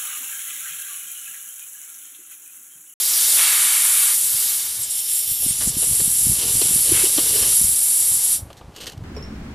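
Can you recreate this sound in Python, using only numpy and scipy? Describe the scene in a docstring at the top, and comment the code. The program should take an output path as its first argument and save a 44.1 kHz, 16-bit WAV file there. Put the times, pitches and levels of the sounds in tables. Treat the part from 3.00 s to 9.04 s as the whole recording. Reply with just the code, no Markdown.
"""Air hisses from a puncture in a tire: turbulent noise, shaped frame by frame in time and frequency.
Fingers shield the hole at first and the jet roars against them as filtered noise; then it blows free,
its spectrum rippled by echoes off tread and rim. A steel plug tool scrapes (slip trains through resonances),
knocks (decaying dull noise) and judders (damped cycles) in the rubber of a tire in a garage.
The hole seals, and the tool scrapes on over a quiet background of noise that swells a little."""
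import sys
import numpy as np
from scipy import signal
from scipy.fft import rfft, irfft
from scipy.io import wavfile
from scipy.ndimage import uniform_filter1d

SR = 44100
rng = np.random.default_rng(int(sys.argv[2]) if len(sys.argv) > 2 else 0)


def unload_audio(sound):
    """Save the sound as a 16-bit wav file, at the path given as the first command line argument."""
    columns = np.transpose(np.atleast_2d(sound))
    # keep every value between -1 and 1, then stretch to whole-number steps
    steps = np.round(np.clip(columns, -1, 1) * 32767)
    wavfile.write(sys.argv[1], SR, steps.astype(np.int16))


N = 266319
TIME = np.arange(N) / SR  # s


def gain_of(db):
    """Decibel law: 20 dB is a factor of ten in amplitude."""
    return 10 ** (np.asarray(db) / 20)


def evened(x):
    """Normalisation by mean power: scales x to rms 1."""
    return x / np.sqrt(np.mean(x ** 2) + 1e-20)


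def read(points, hz):
    """Interpolation of a spectrum along a logarithmic frequency axis."""
    f, value = np.transpose(points)
    return np.interp(np.log(hz + 1), np.log(f + 1), value)


def follow(rows, t):
    """Linear interpolation in time of each column of a curve."""
    s, *columns = np.transpose(rows)
    return [np.interp(t, s, column) for column in columns]


def step(t, at, edge):
    """Sigmoid transition: a smooth rise from 0 to 1 around a time."""
    return .5 + .5 * np.tanh((t - at) / (2 * edge))


def hump(t, middle, half):
    """Fourth-order exponential window: a flat-topped swell of height 1, down to 1/e at the half length."""
    return np.exp(-np.square((t - middle) / half) ** 2)


def coloured(x, points):
    """Linear filtering: multiplies the spectrum of x by a gain curve, then sets rms 1."""
    gain = gain_of(read(points, np.fft.rfftfreq(N, 1 / SR)))
    return evened(irfft(rfft(x) * gain, N))


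def wobble(top_hz):
    """Band-limited random modulation: noise weakened below 4 Hz and above top_hz, at rms 1."""
    hz = np.fft.rfftfreq(N, 1 / SR)
    band = hz / (hz + 4) / (1 + (hz / top_hz) ** 2)
    return evened(irfft(rfft(rng.standard_normal(N)) * band, N))


def slips(per_s, spread_db):
    """Stick-slip friction as a random impulse train of uneven sizes and either sign."""
    size = gain_of(spread_db * np.minimum(rng.exponential(1, N), 3))
    sign = rng.choice([-1., 1.], N)
    happens = rng.random(N) < per_s / SR
    return evened(size * sign * happens)


def band_db(field_db, hz, band):
    """Power summation over the bins of one band, in every frame."""
    inside = (hz >= band[0]) & (hz < band[1])
    power = gain_of(field_db[:, inside]) ** 2
    return 10 * np.log10(power.sum(1))


def jet(patchy_db=0.82, flutter_db=0.24, flutter_hz=90, scatter=0.61, ripple_depth=0.97):
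    """Turbulent jet noise: random phases under a spectrum set by the fingers and the shape of the gap."""
    # relative slow levels of the hiss before choking and sealing: t/s, core level/dB, body level/dB, fizz level/dB
    flow = [(0, -22, -28.5, -26.5), (.32, -16.5, -25, -23), (.7, -16.5, -30.5, -25.5),
            (1.08, -15.5, -31.5, -24), (1.2, -18.5, -33.5, -26), (1.5, -21, -30.5, -25.5),
            (1.75, -27.5, -37, -35.5), (2.12, -19.5, -34.5, -28), (2.41, -21.5, -35, -24),
            (2.52, -20, -32.5, -34), (2.85, -17.5, -34.5, -32), (3.25, -16, -33, -29),
            (3.5, -17.5, -30, -31.5), (4, -15.5, -30, -29), (4.45, -18.5, -28, -29.5),
            (4.58, -13, -31, -27.5), (4.72, -17, -34, -29), (5.32, -15.5, -33, -30)]
    # spectrum of the unobstructed jet: f/Hz, level per Hz/dB
    free = [(100, -29), (400, -39.5), (900, -27), (1600, -28.5), (2400, -23), (3100, -18), (4500, -15),
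            (5700, -11), (7500, -8), (9500, -2), (10900, 0.5), (12400, -7), (13500, -12), (15000, -18.5)]
    # spectrum of the jet behind the fingers: f/Hz, level per Hz/dB
    shielded = [(100, -34), (400, -25.5), (900, -21.5), (1500, -17.5), (2400, -16), (3200, -10), (4700, -7),
                (6300, -5), (7500, -4.5), (8200, -4), (10500, 1.5), (12400, -9.5), (13400, -16),
                (15000, -19)]
    # change of colour as the rubber pinches the jet: f/Hz, level change/dB
    pinched = [(200, -19), (1400, -0.5), (2300, 2), (3050, 6), (4400, 1), (5500, 4), (6400, 0), (7500, 1.5),
               (11200, 1), (11650, 3), (12200, -6), (12500, 10), (12950, 7), (13400, 3)]
    # the tool briefly chokes the gap: middle t/s, half length t/s, loss of core level/dB
    chokes = [(1.874, 0.033, 5.5), (1.94, 0.026, 1), (2.046, .04, 6), (2.252, 0.046, 4), (2.373, 0.041, 5),
              (2.568, 0.048, 5), (2.739, 0.037, 10.5), (3.415, 0.077, 5), (4.19, .13, 2), (5.205, 0.034, 4)]
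    # the pinched gap sings briefly: t/s, half length t/s, f/Hz, half width f/Hz, lift of level/dB
    spits = [(1.81, .025, 11700, 1000, 6), (1.84, .016, 8200, 1300, 11), (1.91, .012, 8200, 1300, 10),
             (2.02, .04, 13000, 800, 3), (2.44, .02, 11400, 900, 5), (2.495, .022, 8700, 1000, 9),
             (2.685, .02, 6600, 1900, 5.5)]
    body_hz, core_hz, fizz_hz = (3500, 6500), (7000, 12000), (12300, 15000)
    frame, hop = 512, 128  # samples
    t, hz = np.arange(N // hop + 5) * hop / SR, np.fft.rfftfreq(frame, 1 / SR)

    # the fingers leave at 1.87 s; the tool alone shields the hole a little
    hand_off_s, hand_move_s, tool_shield = 1.87, .1, 0.16
    shield = (1 - (1 - tool_shield) * step(t, hand_off_s, hand_move_s))[:, None]
    pinch_from_s, pinch_to_s, pinch_edge_s = 1.84, 2.54, 0.025
    pinch = (step(t, pinch_from_s, pinch_edge_s) - step(t, pinch_to_s, pinch_edge_s))[:, None]
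    field = shield * read(shielded, hz) + (1 - shield) * read(free, hz) + pinch * read(pinched, hz)

    # the jet swings with pinch and tool, which shifts its ripple in frequency
    pinch_swing, swing_per_s, straight_s = 0.023, .002, 3.8
    aim = 1 - pinch_swing * pinch + swing_per_s * (t[:, None] - straight_s) * (1 - shield)
    # fingers scatter the echoes and flatten their ripple, with full effect from 6400 Hz up
    scattered = scatter * shield * np.minimum(hz / 6400, 1) ** 2
    field = field + ripple_depth * (1 - scattered) * ripple_db(hz / aim)

    # a choked gap loses its core and keeps most of its body and part of its fizz
    core, body, fizz = follow(flow, t)
    choke = sum(db * hump(t, s, half) for s, half, db in chokes)
    # the core goes first as the hole closes
    seal_choke_db, seal_choke_s, seal_choke_edge_s = 8, 5.35, .008
    choke = choke + seal_choke_db * step(t, seal_choke_s, seal_choke_edge_s)
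    choke_body, choke_fizz = 0.14, 0.47  # share of the core's loss in dB
    field = field + (core - choke - band_db(field, hz, core_hz))[:, None]
    body_lift = body - choke_body * choke - band_db(field, hz, body_hz)
    fizz_lift = fizz - choke_fizz * choke - band_db(field, hz, fizz_hz)
    field = field + body_lift[:, None] * read([(5800, 0.91), (8000, 0.14)], hz)
    field = field + fizz_lift[:, None] * read([(11000, 0), (12700, 0.97)], hz)
    for s, length, f, width, db in spits:
        field = field + db * np.exp(-((t[:, None] - s) / length) ** 2 - ((hz - f) / width) ** 2)

    # complex noise in each bin, with soft patches of level over 14 bins by 9 frames
    a, b, patches = rng.standard_normal((len(t), len(hz), 3)).T
    patches = uniform_filter1d(patches, size=14, axis=0)
    patches = evened(uniform_filter1d(patches, size=9, axis=1))
    bins = (a + 1j * b) * gain_of(field.T + patchy_db * patches)
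    hiss = signal.istft(bins, nperseg=frame, noverlap=frame - hop)[1][:N]
    loudness = np.sqrt((gain_of(field) ** 2).sum(1).mean())
    fluttering = evened(hiss * gain_of(flutter_db * wobble(flutter_hz)))
    return loudness * fluttering * gain_of(sealing_db())


def sealing_db():
    """Flow cut-off: the level falls steeply as the hole closes, then a last wisp of air fades."""
    seal_s, seal_db_per_s, seal_edge_s = 5.365, 380, 0.0062
    wisp_db, wisp_db_per_s = -21, 130
    # time since the seal, with a rounded start
    closing = seal_edge_s * np.logaddexp(0, (TIME - seal_s) / seal_edge_s)
    return np.maximum(-seal_db_per_s * closing, wisp_db - wisp_db_per_s * closing)


def ripple_db(hz):
    """Interference: nearby echoes cancel or strengthen the jet at certain frequencies."""
    # peaks and notches by echoes off tread and rim, before the depth is scaled: f/Hz, width f/Hz, level/dB
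    ripple = [(2220, 260, 3), (2460, 180, -4), (3120, 200, 1.5), (3740, 260, 2.5), (4290, 220, -3),
              (4540, 160, 3), (4950, 300, -2), (5680, 250, 1.5), (6450, 540, -9), (7540, 380, 3.5),
              (8120, 320, -9.5), (8530, 200, 1.5), (8980, 320, -6.5), (9520, 300, 1.5), (10110, 400, -14),
              (10550, 220, 2), (11250, 260, 1.5), (11780, 340, -8), (12450, 240, 2.5), (13080, 400, -7),
              (13500, 220, 1.5), (14100, 480, -5.5)]
    return sum(db * np.exp(-np.log(16) * ((hz - f) / w) ** 2) for f, w, db in ripple)


def roar(flutter_db=0.75, ripple_share=0.97):
    """Impingement noise: a jet striking an obstacle breaks into larger eddies, heard as lower-pitched noise."""
    # the jet strikes fingers or tool: start t/s, length t/s, level before the sag/dB
    strikes = [(.15, .22, -40), (.375, 0.766, -23), (1.36, 0.5, -42.5), (3.93, 0.12, -29)]
    # spectrum of the larger eddies: f/Hz, level per Hz/dB
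    roar_shape = [(150, -27), (500, -19.5), (850, -6.5), (1300, 1), (2100, 1.5), (2380, 4.5), (2650, 3.5),
                  (3400, 2.5), (4500, -0.5), (8000, -57)]
    rise_s, sag_db, sag_s, release_s = 0.008, 9.5, 0.38, 0.012
    level = np.zeros(N)
    for s, length, db in strikes:
        sag = sag_db * np.expm1(-np.maximum(TIME - s, 0) / sag_s)
        gate = step(TIME, s, rise_s) * (1 - step(TIME, s + length, release_s))
        level += gain_of(db + sag) * gate
    eddies = rng.standard_normal(N) * gain_of(flutter_db * wobble(70))
    ripple_gain = gain_of(ripple_share * ripple_db(np.fft.rfftfreq(N, 1 / SR)))
    eddies = irfft(rfft(eddies) * ripple_gain, N)
    return coloured(eddies, roar_shape) * level


def scraping(chatter_db=3.0, drag_grit=0.35):
    """Stick-slip excitation: dense slips of steel on rubber ring the tool; quick strokes add bright grit."""
    # single scrapes: t/s, level/dB, length t/s, brightness/0 to 1
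    scrapes = [(2.606, -30, 0.036, 0.98), (2.825, -31.5, 0.019, 0.15), (2.998, -31.5, .014, 0.5),
               (3.429, -38, 0.01, .3), (3.614, -24, 0.012, 0.1), (4.176, -27.5, 0.019, 0.15),
               (4.428, -31, 0.014, 0.7), (5.502, -50, 0.011, .8), (5.529, -39, .004, 0.4),
               (5.568, -47.5, 0.03, 1), (5.762, -33, 0.0062, 0.85), (5.81, -36, .02, 0.9),
               (5.859, -28, .002, 1), (5.866, -30, 0.014, 0.86), (5.897, -34, .004, 1),
               (5.92, -39, .005, .8), (5.976, -44, .004, .9)]
    # spectrum of bare steel on rubber: f/Hz, level per Hz/dB
    grit = [(300, -28), (1450, -4), (1880, -1), (2380, -10), (2900, -2), (4300, -1), (4900, -5.5),
            (6400, -2.5), (7800, -10), (8350, -2.5), (9550, -14), (10700, -13), (12100, -8), (15000, -25)]
    drag = dragging() * gain_of(chatter_db * wobble(60))
    dull, bright = drag, drag_grit * drag
    for s, db, length, brightness in scrapes:
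        age = np.maximum(TIME - s, 0)
        stroke = gain_of(db) * (1 - np.exp(-age / 0.00096)) * np.exp(-(age / length) ** 2)
        share = np.clip(brightness, 0, 1)  # of the power
        dull = dull + np.sqrt(1 - share) * stroke
        bright = bright + np.sqrt(share) * stroke
    return dull * tool_ring(slips(2500, 3.1)) + bright * coloured(slips(6000, 1.6), grit)


def tool_ring(x):
    """Modal resonance: a sum of second-order band-passes stands for tool and tire."""
    # what tool and tire ring with: f/Hz, width f/Hz, relative level/dB
    modes = [(441, 79, 12.5), (780, 640, -4.5), (1090, 220, -18.5), (1520, 145, -10), (2040, 190, -10),
             (2980, 470, 8), (4100, 550, 2), (6350, 1200, -12)]
    hz = np.fft.rfftfreq(N, 1 / SR)
    response = sum(gain_of(db) * 1j * hz * w / (f ** 2 - hz ** 2 + 1j * hz * w) for f, w, db in modes)
    return evened(irfft(rfft(x) * response, N))


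def dragging():
    """Power addition of the pushes: how hard the tool's shank is dragged at each moment."""
    # pushes through the rubber: middle t/s, half length t/s, level/dB
    drags = [(2.88, 0.18, -44), (3.448, 0.073, -33.5), (3.68, 0.12, -40.5), (3.972, 0.11, -33),
             (4.214, 0.068, -35), (4.409, 0.1, -32), (5.844, 0.079, -43)]
    return np.sqrt(sum(gain_of(db) ** 2 * hump(TIME, s, half) for s, half, db in drags))


def bumps(judder_spread_db=3.0):
    """Damped oscillation: each let-go shoves the tire wall briefly; small judders crowd around it."""
    # the rubber's strongest let-gos: middle t/s, level of the envelope's peak/dB, f/Hz, half length t/s
    let_gos = [(1.348, -38, 119, 0.0047), (1.802, -38, 111, .0064), (2.318, -31.5, 108, 0.0019),
               (2.465, -20.5, 195, 0.0012), (2.51, -23.5, 137, 0.0019), (2.676, -15, 189, 0.0012),
               (2.705, -27, 132, 0.0046), (2.77, -18, 172, 0.0012), (2.914, -22.5, 122, .002),
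               (3.018, -23.5, 167, 0.0015), (3.079, -22, 173, 0.002), (3.27, -17, 169, .0015),
               (3.299, -15, 131, 0.0023), (3.555, -21.5, 136, 0.0014), (3.622, -18.5, 400, 0.0015),
               (3.656, -23.5, 104, 0.0043), (3.711, -21.5, 167, 0.0012), (3.762, -19.5, 153, 0.0016),
               (3.921, -18, 350, 0.0026), (3.935, -22.5, 124, 0.0036), (4.042, -18, 383, 0.0026),
               (4.185, -18, 314, 0.0026), (4.359, -27, 415, 0.0053), (4.616, -22, 148, 0.0014),
               (4.645, -21.5, 131, 0.0018), (5.117, -33.5, 115, 0.003), (5.431, -25, 89, 0.005),
               (5.683, -29.5, 100, 0.0027), (5.981, -24.5, 110, .0044), (6.025, -22, 122, .003)]
    # spectrum of the small judders: f/Hz, level per Hz/dB
    judder_shape = [(20, -36), (45, -1), (80, -0.5), (150, -2.5), (260, -12), (450, -23), (900, -30),
                    (4000, -80)]
    # small judders: against a let-go nearby, against a drag, and while the tool is just held
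    judder_db, drag_db, hold_db = -13, -6, -58
    near_s, deep_hz = 0.063, 130  # reach in time; let-gos above deep_hz set off weaker judders
    grip_s, grip_rise_s = 3.3, 0.53  # the hand starts to lean on the tool
    near_bumps = np.max([gain_of(db) * min(deep_hz / hz, 1) ** 2 * np.exp(-abs(TIME - s) / near_s)
                         for s, db, hz, _ in let_gos], axis=0)
    near = gain_of(judder_db) * near_bumps
    dragged = gain_of(drag_db) * dragging()
    held = gain_of(hold_db) * step(TIME, grip_s, grip_rise_s)
    strain = np.sqrt(near ** 2 + dragged ** 2 + held ** 2)
    out = coloured(slips(160, judder_spread_db), judder_shape) * strain
    for (s, db, hz, length), turn in zip(let_gos, rng.random(len(let_gos))):
        around = abs(TIME - s) < .04
        t = TIME[around] - s
        out[around] += gain_of(db) / np.cosh(t / length) * np.sin(2 * np.pi * (hz * t + turn))
    return out


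def knocks():
    """Heavily damped impact: rubber reduces each knock to a short dull puff of noise."""
    # knocks of the tool against the tire: t/s, level/dB, decay time constant t/s
    hits = [(2.426, -43.5, 0.042), (2.611, -41, 0.058), (2.823, -39, 0.023), (2.999, -38, 0.018),
            (4.18, -25, 0.0096), (5.502, -33, 0.0085), (5.611, -35, .008)]
    # spectrum of a knock: f/Hz, level per Hz/dB
    knock_shape = [(100, -15), (400, -2), (720, 0), (1000, -12), (1300, -7), (1900, -29), (3000, -15),
                   (6000, -41)]
    level = np.zeros(N)
    for s, db, decay in hits:
        age = np.maximum(TIME - s, 0)
        level += gain_of(db) * (1 - np.exp(-age / 0.00066)) * np.exp(-age / decay)
    return level * coloured(rng.standard_normal(N), knock_shape)


def garage(x, near_db=-14, tail_db=-21, t60=0.16):
    """Convolution with a room response: close echoes from floor, wheel and jack, then a short faint tail."""
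    t = np.arange(SR // 3) / SR
    near, tail = rng.standard_normal((2, len(t)))
    near = near * (t > .002) * np.exp(-t / 0.0043)
    near = gain_of(near_db) * near / np.linalg.norm(near)
    tail = tail * (t > .008) * gain_of(-60 * t / t60)
    tail = gain_of(tail_db) * tail / np.linalg.norm(tail)
    return x + signal.fftconvolve(x, near + tail)[:N]


def background_rush():
    """Stationary filtered noise under a slow envelope: a soft rush that swells a little."""
    # spectrum of the rush: f/Hz, level per Hz/dB
    rush_shape = [(20, -4), (100, -3), (300, -8.5), (800, -7.5), (1300, -15), (2000, -19), (4000, -24),
                  (8000, -28.5), (15000, -38)]
    # swell of the rush: t/s, level/dB
    swell = [(0, -57.5), (2.3, -53.5), (4.8, -49.5), (6.04, -48.5)]
    return gain_of(follow(swell, TIME)[0]) * coloured(rng.standard_normal(N), rush_shape)


def scene():
    """Superposition: all sources stand straight ahead, alike in both channels."""
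    background = background_rush()
    mono = garage(jet() + roar() + scraping() + knocks() + bumps()) + background
    return np.array([mono, mono])


def record(dry):
    """Band limitation by a linear-phase low-pass filter at 15060 Hz."""
    low_pass = signal.firwin(601, 15060, window=("kaiser", 9), fs=SR)
    return signal.oaconvolve(dry, low_pass[None], "same")


dry = scene()
out = record(dry)
unload_audio(out)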